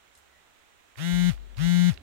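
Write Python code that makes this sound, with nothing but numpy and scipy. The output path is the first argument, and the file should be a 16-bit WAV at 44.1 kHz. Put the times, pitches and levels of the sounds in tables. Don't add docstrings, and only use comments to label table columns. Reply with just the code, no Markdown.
import sys
import numpy as np
from scipy import signal
from scipy.fft import rfft, irfft, next_fast_len
from scipy.io import wavfile
from scipy.ndimage import map_coordinates

SR = 44100
rng = np.random.default_rng(int(sys.argv[2]) if len(sys.argv) > 2 else 0)


def unload_wav(signal):
    wavfile.write(
        sys.argv[1],
        SR,
        np.round(np.clip(np.atleast_2d(signal).T, -1, 1) * 32767).astype(np.int16),
    )


N = 89478
CREEP_HZ = 8.6
FULL_SPEED_HZ = 169 + CREEP_HZ


def amp(db):
    return 10 ** (np.asarray(db) / 20)


def unit(x):
    return x / np.sqrt(np.mean(x ** 2) + 1e-20)


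def along(points, hz):
    knots, values = np.transpose(points)
    return np.interp(np.log(hz + 1), np.log(knots + 1), values)


def curves(rows):
    times, *columns = np.transpose(rows)
    return [np.interp(np.arange(N) / SR, times, column) for column in columns]


def filtered(x, response):
    size = next_fast_len(N + 8192)
    return irfft(rfft(x, size) * response(np.fft.rfftfreq(size, 1 / SR)), size)[..., :N]


def noise(spectrum):
    return unit(filtered(rng.standard_normal(N), lambda hz: amp(along(spectrum, hz))))


def shaped(x, spectrum, size=4096):
    cepstrum = irfft(np.log(amp(along(spectrum, np.fft.rfftfreq(size, 1 / SR)))))
    cepstrum[1:size // 2] *= 2
    cepstrum[size // 2 + 1:] = 0
    kernel = irfft(np.exp(rfft(cepstrum)))
    return signal.fftconvolve(x, kernel)[:N]


def pulses(times, sizes, half_width=8):
    at = times[:, None] * SR
    index = at.astype(int) + np.arange(1 - half_width, half_width + 1)
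    shape = np.sinc(index - at) * np.cos(np.pi * (index - at) / (2 * half_width)) ** 2
    return np.bincount(np.clip(index, 0, N).ravel(), (sizes[:, None] * shape).ravel(), N + 1)[:N]


def snaps(rows, t60, octaves, size=2048):
    out, t, hz = np.zeros(N + size), np.arange(size) / SR, np.fft.rfftfreq(size, 1 / SR)
    attack = 1 - np.exp(-t / .0003)
    for start, db, centre in rows:
        colour = 1 / (1 + (hz / centre) ** 8) / (1 + (np.log2((hz + 1) / centre) / octaves) ** 2)
        burst = unit(irfft(rfft(rng.standard_normal(size)) * colour))
        out[round(start * SR):][:size] += amp(db - 60 * t / t60) * burst * attack / 2
    return out[:N]


def room(x, t60=.18):
    t = np.arange(SR // 3) / SR
    tail = rng.standard_normal((2, len(t))) * amp(-60 * t / t60)
    return signal.fftconvolve(x[None], tail / np.linalg.norm(tail[0]), axes=1)[:, :N]


def hiss():
    # (frequency [Hz], relative density [dB])
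    left = [(20, -12), (45, -25), (68, 7.5), (110, -13.5), (300, -9), (650, -6.5), (1900, -8),
            (3000, -13.5), (4700, -20), (7300, -12.5), (11200, -25), (15000, -22)]
    right = [(20, -3), (45, -2.5), (68, 6.5), (110, -8), (300, -5.5), (650, -3), (1900, -2.5), (3800, -7),
             (4700, -16.5), (7300, -15), (11200, -26), (15000, -20.5)]
    # (left [dB], right [dB])
    levels = [-63.5, -58.5]
    return np.array([amp(db) * noise(colour) for db, colour in zip(levels, (left, right))])


def rustle(centre_s=.36, width_s=.07, peak_db=-68.5):
    # (frequency [Hz], relative density [dB])
    band = [(1500, -33), (1950, 3), (2500, -33)]
    swell = np.exp(-((np.arange(N) / SR - centre_s) / width_s) ** 2)
    return amp(peak_db) * swell * noise(band)


def ticks():
    # (time [s], level [dB], ring frequency [Hz])
    events = [(.1513, -43, 9400), (.1758, -46, 13900)]
    direct = snaps(events, t60=.012, octaves=1.4)
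    return direct + amp(3) * room(direct)


def rumble(speed, fade_s=.45, sides_db=(-49.5, -44.5)):
    # (frequency [Hz], relative density [dB])
    spectrum = [(20, -36), (45, -5), (65, 12), (95, -5.5), (230, -9.5), (700, -17), (1100, -30.5),
                (4000, -26.5), (7000, -55)]
    pole = np.exp(-1 / (fade_s * SR))
    shaking = signal.lfilter([1 - pole], [1, -pole], speed)
    return np.array([amp(db) * shaking * noise(spectrum) for db in sides_db])


def throb(right_db=-12.5):
    # (time [s], frequency [Hz], level [dB])
    course = [(1.11, 52, -64), (1.137, 52.3, -26.5), (1.16, 50.3, -33), (1.19, 45.9, -42.5),
              (1.35, 46.4, -34.5), (1.5, 47.2, -42.5), (1.61, 48.2, -39.5), (1.66, 50.38, -32),
              (1.71, 50.1, -58)]
    hz, level_db = curves(course)
    t = np.arange(N) / SR
    sounding = (t > course[0][0]) & (t < course[-1][0])
    tone = np.sqrt(2) * amp(level_db) * sounding * np.sin(2 * np.pi * np.cumsum(hz) / SR)
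    return np.array([tone, -amp(right_db) * tone])


def clicks(left_db=-17):
    # (time [s], level [dB], ring frequency [Hz])
    events = [(.9572, -33, 2600), (1.3772, -34, 2800), (1.5462, -41, 3500), (1.5700, -31, 4800),
              (1.9412, -33, 5500), (1.9754, -25.5, 3800)]
    right = snaps(events, t60=.010, octaves=1.0)
    return np.array([amp(left_db) * right, right])


def chafe(turns, speed, depth=.22, sides_db=(-68, -58)):
    # (frequency [Hz], relative density [dB])
    spectrum = [(200, -10), (450, -4), (750, 0), (1100, -6), (1900, 0), (3800, -2), (5000, -7), (8500, -12),
                (12000, -14), (15500, -20)]
    looseness = amp(16 * (1.5 - speed ** 4))
    stroke = looseness * speed ** 2.2 * (1 + depth * np.cos(2 * np.pi * turns))
    return np.array([amp(db) * stroke * noise(spectrum) for db in sides_db])


def disperse(x, spread_s=.0008, band_hz=450):
    knots = np.arange(0, SR / 2 + band_hz, band_hz)
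    delay = spread_s * rng.standard_normal(len(knots))
    return filtered(x, lambda hz: np.exp(-2j * np.pi * np.cumsum(np.interp(hz, knots, delay)) * hz[1]))


def knocks(turns, speed, offset, level_db=-1, scatter_db=.2):
    turn = np.arange(1, int(turns[-1]) + 1) + offset
    slack = 1 - np.interp(turn, turns, speed)
    lateness, strength = rng.standard_normal((len(turn), 2)).T
    jitter_s = 1e-6 + 1e-4 * slack ** 2
    return pulses(turn / FULL_SPEED_HZ + jitter_s * lateness, amp(level_db + scatter_db * strength))


def brighten(x):
    # (time [s], level [dB])
    gain = [(1.05, -4.5), (1.29, -1), (1.65, 0.5), (1.88, 0.5)]
    # (frequency [Hz], share [0-1])
    band = [(3800, 0.1), (4400, 1), (8200, 0.23), (10000, 0)]
    level_db, = curves(gain)
    return x + (amp(level_db) - 1) * filtered(x, lambda hz: along(band, hz))


def rattle(turns, speed, return_turn=.59):
    # (frequency [Hz], relative level [dB])
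    overtones_left = [(170, -28), (360, -4.5), (710, -21.5), (1070, -21), (1240, -19.5), (1420, -21),
                      (1600, -45), (1950, -12), (2130, -27), (2660, -28), (2840, -19), (3910, -48),
                      (4080, -31), (4260, -52), (4620, -17), (4970, -35), (5150, -37), (6220, -14),
                      (7460, -15), (8350, -22.5), (15810, -44)]
    overtones_right = [(170, -23.5), (360, -12), (530, -8.5), (710, -2.5), (890, -7.5), (1070, -5.5),
                       (1240, -15), (1420, 0), (1600, 3), (1780, -2.5), (1950, 5.5), (2310, -0.5),
                       (2490, -12.5), (2660, -13.5), (2840, 0.5), (3200, -6.5), (3730, -2), (4440, -8.5),
                       (4800, -14), (4970, -3.5), (5150, -13), (5680, -13), (6040, -6), (6220, -8.5),
                       (7460, -14.5), (7810, -29), (8170, -11), (8880, -34), (9410, -22), (9770, -35),
                       (10480, -13.5), (10830, -34), (11010, -8.5), (11370, -31), (11720, -14.5),
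                       (12610, -25), (12790, -17.5), (14740, -34), (15810, -28)]
    # (frequency [Hz], gain [dB])
    return_colour = [(300, -8), (2200, -8), (3000, 1), (4300, 1), (5200, -8), (11000, -12)]
    back = filtered(knocks(turns, speed, return_turn), lambda hz: amp(along(return_colour, hz)))
    blows = disperse(knocks(turns, speed, 0) + back)
    place = turns * SR / FULL_SPEED_HZ
    sides = [map_coordinates(shaped(blows, overtones), [place], order=5)
             for overtones in (overtones_left, overtones_right)]
    return speed ** 3.87 * np.array(sides)


def hum(turns, speed, right_db=-22):
    # (time [s], level [dB])
    envelope = [(.96, -30.5), (1.0, -27), (1.05, -24), (1.1, -21), (1.2, -18), (1.29, -16), (1.6, -18.5),
                (1.7, -16.5), (1.8, -15), (1.9, -14.5)]
    level_db, = curves(envelope)
    swing = np.sqrt(2) * amp(level_db) * speed ** 2.81 * np.cos(2 * np.pi * turns)
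    return np.array([swing, -amp(right_db) * swing])


def motor(spin_up_s=.024, creep_s=.11, coast_s=.05):
    # (time on [s], time off [s], rate the quick spin-up tends to [Hz])
    buzzes = [(.957, 1.297, 169), (1.557, 1.897, 168.65)]
    t, rate = np.arange(N) / SR, np.zeros(N)
    for on, off, quick_hz in buzzes:
        driven_s = np.clip(t, on, off) - on
        spin_up = quick_hz * (1 - np.exp(-driven_s / spin_up_s))
        creep = CREEP_HZ * (1 - np.exp(-driven_s / creep_s))
        rate += (spin_up + creep) * np.exp(-np.maximum(t - off, 0) / coast_s)
    return rate


def scene():
    rate = motor()
    turns = np.cumsum(rate) / SR
    speed = rate / FULL_SPEED_HZ
    case = clicks() + brighten(rattle(turns, speed)) + chafe(turns, speed)
    phone = hum(turns, speed) + case + amp(-28) * room(case.mean(0))
    return phone + throb() + rumble(speed) + hiss() + ticks() + rustle()


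def record(dry, top_hz=15850):
    return filtered(dry, lambda hz: hz < top_hz)


dry = scene()
out = record(dry)
unload_wav(out)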